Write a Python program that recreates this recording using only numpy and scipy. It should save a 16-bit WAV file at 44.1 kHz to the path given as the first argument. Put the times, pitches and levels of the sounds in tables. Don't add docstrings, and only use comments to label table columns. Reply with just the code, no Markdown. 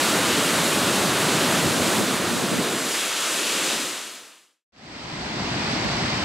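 import sys
import numpy as np
from scipy import signal
from scipy.fft import rfft, irfft
from scipy.io import wavfile

SR = 44100
rng = np.random.default_rng(int(sys.argv[2]) if len(sys.argv) > 2 else 0)


def store_wav(level_fs):
    pcm = np.round(np.clip(np.atleast_2d(level_fs), -1, 1) * 32767)
    wavfile.write(sys.argv[1], SR, pcm.T.astype(np.int16))


def gain_from_decibels(decibels):
    exponent = np.asarray(decibels, float) / 20
    return 10 ** exponent


N = 275184
STEP = 64
CLOCK = np.arange(N // STEP + 2) * STEP / SR
HZ = np.maximum(np.fft.rfftfreq(N, 1 / SR), 1)

# (time [s], spray level [dB], wind filter depth [0-1])
RIDE = [(0, -23.5, 0.38), (.5, -24.5, 0.26), (1.45, -24.5, 0.07), (1.98, -25.5, 0.1), (2.1, -27.5, 0.06),
        (2.3, -28.5, 0.06), (2.62, -28.5, 0.1), (2.85, -29, 0.25), (2.95, -27.5, 0.7), (3.15, -28.2, 1),
        (3.45, -26.5, .7), (3.84, -27, .55), (4.02, -28, 0.97), (4.6, -28, 0.9)]
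# (time [s], turned away [0-1], left over right [dB], left port lag [microseconds])
CAMERA = [(0, 0.1, -0.5, 0.81), (1, 0.06, -0.5, 4.7), (2, 0.07, -2, 3.6), (2.5, 0, -2.5, 4.4),
          (2.7, 0.17, -1, 16), (3, 0.78, 1, 12), (3.6, 0.84, 2, 6.5), (4.64, 0.8, 2.5, 10.6)]
# (frequency [Hz], density [dB per Hz])
FACING_COLOUR = [(15, -68), (25, -49), (119, -5.5), (183, 0.5), (314, 0), (446, -5), (616, -5), (764, -9),
                 (1310, -8), (2070, -12.5), (3850, -13), (5460, -17.5), (7750, -14), (11000, -18.5),
                 (15600, -31)]
# (frequency [Hz], density [dB per Hz])
AWAY_COLOUR = [(15, -73.5), (25, -49), (75, -27), (199, -7.5), (390, -0.5), (423, -3.5), (785, -7.5),
               (1350, -4), (2180, -5), (2860, -2), (5610, -6.5), (7750, -5.5), (10100, -10.5),
               (14400, -19.5), (15600, -28.5)]
# (frequency [Hz], level facing [dB], level turned away [dB])
SCATTER = [(300, -41, -65.5), (800, -20.5, -43), (1210, -31.5, -68.5), (2010, -16.5, -64.5),
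           (3000, -18.5, -55), (4500, -17, -11), (6980, -19.5, -12.5), (10000, -24.5, -5.5),
           (14000, -12, 4.5)]
# (time [s], lift [dB])
THUDS = [
    (.33, 6.5),
    (.58, 8),
    (.85, 3),
    (1.67, 12.5),
    (1.82, 11),
    (2.25, 9),
    (3.84, 5),
]
# (start [s], hold [s], level [dB])
GUSTS = [(.21, .02, -54), (0.366, 0.026, -39), (0.523, 0.12, -46), (.72, 0.044, -50), (.87, .02, -60),
         (1.007, 0.088, -38), (1.25, .2, -57), (1.52, .1, -43.5), (1.653, 0.38, -36.5), (2.1, .15, -44),
         (2.318, 0.12, -38), (2.528, 0.074, -33)]
# (frequency [Hz], density [dB per Hz])
BUFFET_COLOUR = [(18, -66), (30, -37), (64, -29), (105, -12.5), (189, 0), (248, -2), (278, -2), (501, -5.5),
                 (571, -13.5), (817, -19), (930, -24.5), (1210, -55), (2050, -120)]
# (time [s], level [dB])
SLAPS = [
    (.39, -26.5),
    (1.66, -26.5),
    (1.995, -25),
    (2.44, -28),
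    (2.525, -29.5),
    (2.6, -21),
    (2.751, -28),
]
# (frequency [Hz], density [dB per Hz])
FAR_LEFT_COLOUR = [(25, -32), (60, -7), (150, -2), (300, -2.5), (480, -10), (750, -7), (1300, -9.5),
                   (2200, -9.5), (3700, -16.5), (5800, -35), (8000, -32), (10000, -54), (11500, -52),
                   (15700, -53)]
# (frequency [Hz], density [dB per Hz])
FAR_RIGHT_COLOUR = [(25, -24), (60, -7.5), (150, -2.5), (300, -3), (480, -12), (750, -8), (1400, -15),
                    (3300, -15.5), (4600, -10.5), (7100, -24.5), (8100, -23), (9700, -45.5), (11800, -46),
                    (15700, -56)]
# (frequency [Hz], left-right likeness [-1 to 1])
FAR_LIKENESS = [(60, 0.99), (130, 0.97), (290, 0.96), (640, 0.68), (1410, 0.16), (3100, 0.62),
                (6820, -0.14), (15000, -0.03)]
# (time [s], tick level [dB], thump level [dB], left over right [dB])
TICKS = [
    (5.846, -46, -26, -12),
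    (6.018, -70, -26, -3),
    (6.1175, -54, -42, -8),
    (6.2365, -52, -42, -8),
]
SILENCE_S = 4.645, 4.7225


def at_hz(points, hz, order=1):
    table = np.array(points)
    return np.interp(np.log(hz), np.log(table[:, 0]), table[:, order])


def slow(rows):
    s, *columns = np.transpose(rows)
    return [np.interp(CLOCK, s, column) for column in columns]


def fast(control):
    return np.interp(np.arange(N) / STEP, np.arange(len(control)), control)


def drift(rate_hz):
    r = np.exp(-2 * np.pi * rate_hz * STEP / SR)
    noise = rng.standard_normal(N // STEP + 2002)
    wander = signal.lfilter([1], [1, -2 * r, r * r], noise)[2000:]
    return wander / np.std(wander)


def coloured(colour, count):
    return rfft(rng.standard_normal((count, N))) * gain_from_decibels(at_hz(colour, HZ))


def band(spectra, centre_hz):
    half_octaves = np.clip(2 * np.log2(HZ / centre_hz), -1, 1)
    return irfft(spectra * np.cos(np.pi / 2 * half_octaves) ** 2, N)


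def power_db(colour, low_hz, high_hz):
    hz = np.arange(low_hz, high_hz)
    return 10 * np.log10(np.sum(gain_from_decibels(at_hz(colour, hz)) ** 2) * 2 / SR)


def fade_db(silent_s, full_s, power):
    height = np.clip((CLOCK - silent_s) / (full_s - silent_s), 1e-4, 1)
    return 20 * power * np.log10(height)


def near_fall(surge_db, patchy_db):
    levels_db = near_layers_db()
    turn, pan_db, lag_us = slow(CAMERA)
    cut = np.clip(slow(RIDE)[1] + 0.34 * calm(), 0, 1)
    zones = [(110, 600, cut), (900, 5000, turn), (7000, 14000, turn), (35, 100, cut)]
    trims = []
    for level_db, (low_hz, high_hz, mix) in zip(levels_db, zones):
        facing_db = power_db(FACING_COLOUR, low_hz, high_hz)
        away_db = power_db(AWAY_COLOUR, low_hz, high_hz)
        trims.append(level_db - facing_db * (1 - mix) - away_db * mix)
    noise = coloured(FACING_COLOUR, count=2)
    surge = drift(3.0)
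    shared = drift(6.0)
    direct, scattered = 0, 0
    for hz in 22 * 2 ** np.arange(0, 10, .5):
        place = np.interp(np.log(hz), np.log([75, 130, 400, 1000, 4500, 8500]), [-1, 0, 0, 1, 1, 2])
        trim_db = sum(trim * max(0, 1 - abs(place - k)) for k, trim in zip([0, 1, 2, -1], trims))
        mix = np.clip(cut if hz < 700 else turn, 0, 1)
        shared = 0.59 * shared + 0.8 * drift(5.8)
        recolour_db = mix * (at_hz(AWAY_COLOUR, hz) - at_hz(FACING_COLOUR, hz))
        gain_db = trim_db + recolour_db + surge_db * surge + patchy_db * shared
        apart_db = at_hz(SCATTER, hz) * (1 - mix) + at_hz(SCATTER, hz, order=2) * mix
        mid, side = band(noise, hz)
        direct = direct + mid * fast(gain_from_decibels(gain_db))
        scattered = scattered + side * fast(gain_from_decibels(gain_db + apart_db))
    bright = irfft(rfft(direct) / (1 + (4300 / HZ) ** 12), N)
    panned = bright * np.tanh(fast(pan_db) * np.log(10) / 20 / 2)
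    lagged = np.gradient(bright) * fast(lag_us) * SR / 1.85e6
    side = scattered + panned - lagged
    return direct + side * [[1], [-1]]


def near_layers_db():
    spray, cut = slow(RIDE)
    turn = slow(CAMERA)[0]
    thud_s = 0.028
    thuds = sum(db * np.exp(-.5 * ((CLOCK - s) / thud_s) ** 2) for s, db in THUDS)
    open_db, shut_db = 1, -11.5
    roar = spray + open_db + cut * (shut_db - open_db)
    facing_db, away_db = -6.5, -4.5
    mist = spray + facing_db + turn * (away_db - facing_db)
    deep_open_db, deep_shut_db, deep_calm_db = -24, -34, -13.0
    deep = spray + deep_open_db + cut * (deep_shut_db - deep_open_db) + deep_calm_db * calm() + thuds
    return roar, spray, mist, deep


def calm():
    start_s, length_s = 2.55, 0.13
    return np.clip((CLOCK - start_s) / length_s, 0, 1)


def splashes(per_s, level_db):
    sizes = gain_from_decibels(4.4 * np.minimum(rng.exponential(1, N), 2.5)) * rng.choice([-1, 1], N)
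    hits = sizes * (rng.random(N) < per_s / SR)
    dealt = rng.integers(0, 12, N)
    out = 0
    for k, hz in enumerate(np.geomspace(1000, 9000, 12)):
        r = gain_from_decibels(-60 * hz / (6.0 * SR))
        w = 2 * np.pi * hz / SR
        struck = hits * (dealt == k) + 1e-18
        out = out + signal.lfilter([0, np.sin(w)], [1, -2 * r * np.cos(w), r * r], struck)
    out = signal.sosfilt(signal.butter(4, 800, "high", fs=SR, output="sos"), out)
    return out / np.std(out) * fast(gain_from_decibels(slow(RIDE)[0] + level_db))


def port_wind(lumpy_db, common_db):
    end_s = 2.67
    gust = gain_from_decibels(gusts_db() - power_db(BUFFET_COLOUR, 70, 600) + lumpy_db * drift(25))
    turbulence = irfft(coloured(BUFFET_COLOUR, count=2) * (HZ < 950), N)
    common, opposed = turbulence * fast(gust) * (np.arange(N) < end_s * SR)
    return gain_from_decibels(common_db) * common + opposed * [[1], [-1]]


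def gusts_db():
    rise_db_per_s, fall_db_per_s, breeze_db = 301, 299, -71
    gusts = []
    for s, hold, db in GUSTS:
        rise = rise_db_per_s * np.maximum(s - CLOCK, 0)
        fall = fall_db_per_s * np.maximum(CLOCK - s - hold, 0)
        gusts.append(db - rise - fall)
    return np.maximum(np.max(gusts, axis=0), breeze_db)


def wind_slaps(length_s):
    t = np.arange(N) / SR
    swell = sum(gain_from_decibels(db) * np.exp(-.5 * ((t - s) / length_s) ** 2) for s, db in SLAPS)
    puff = irfft(coloured(BUFFET_COLOUR, count=1)[0] / (1 + (HZ / 450) ** 4), N)
    return puff / np.std(puff) * swell


def handling():
    out = np.zeros((2, N))
    t = np.arange(int(0.033 * SR)) / SR
    puffs = rng.standard_normal((len(TICKS), len(t)))
    pitch_hz = 80 + 260 * np.exp(-t / 0.0094)
    swell = np.sin(np.pi * np.sqrt(t / t[-1])) ** 2
    thump = np.sin(2 * np.pi * np.cumsum(pitch_hz) / SR) * swell
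    for (s, tick_db, thump_db, pan_db), puff in zip(TICKS, puffs):
        tick = puff * np.exp(-t / .0015)
        blow = gain_from_decibels(tick_db) * tick + gain_from_decibels(thump_db) * thump
        i = round(s * SR)
        out[:, i:i + len(t)] += blow[:N - i] * gain_from_decibels([[pan_db / 2], [-pan_db / 2]])
    return out


def far_fall(patchy_db, trim_db):
    fade_in = fade_db(silent_s=4.717, full_s=5.726, power=1.03)
    rumble_db, hiss_db = fade_in - 29, fade_in - 29.5
    alike = np.clip(at_hz(FAR_LIKENESS, HZ), 0, 1)
    mid, side = rfft(rng.standard_normal((2, N)))
    ports = (np.sqrt(1 + alike) * mid + np.sqrt(1 - alike) * side * [[1], [-1]]) / np.sqrt(2)
    ports = ports * gain_from_decibels([at_hz(FAR_LEFT_COLOUR, HZ), at_hz(FAR_RIGHT_COLOUR, HZ)])
    ports[0] *= np.exp(-2j * np.pi * HZ * 8e-5)
    low = 1 / (1 + (HZ / 580) ** 6)
    rumble_gain_db = rumble_db - power_db(FAR_LEFT_COLOUR, 50, 500) + patchy_db * drift(9.1)
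    hiss_gain_db = hiss_db - power_db(FAR_LEFT_COLOUR, 680, 6000) + trim_db + 0.2 * drift(4.3)
    rumble = irfft(ports * low, N) * fast(gain_from_decibels(rumble_gain_db))
    hiss = irfft(ports * (1 - low), N) * fast(gain_from_decibels(hiss_gain_db))
    return rumble + hiss


def scene():
    t = np.arange(N) / SR
    near = near_fall(surge_db=-0.11, patchy_db=0.66)
    near = near + splashes(per_s=910, level_db=-19.5)
    near = near + port_wind(lumpy_db=3.5, common_db=-6.0)
    near = near + wind_slaps(length_s=0.014)
    near = near * fast(gain_from_decibels(fade_db(silent_s=4.676, full_s=3.71, power=2.63)))
    far = handling() + far_fall(patchy_db=0.0, trim_db=3.0)
    silent_from_s, silent_to_s = SILENCE_S
    return near * (t < silent_from_s) + far * (t > silent_to_s)


def band_limit(x):
    return signal.sosfilt(signal.butter(12, 16170, fs=SR, output="sos"), x)


def record(dry):
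    rounded = 0.57 * np.tanh(dry / 0.53)
    top_cut = signal.ellip(12, .5, 70, 15750, fs=SR, output="sos")
    return band_limit(signal.sosfilt(top_cut, rounded))


dry = scene()
out = record(dry)
store_wav(out)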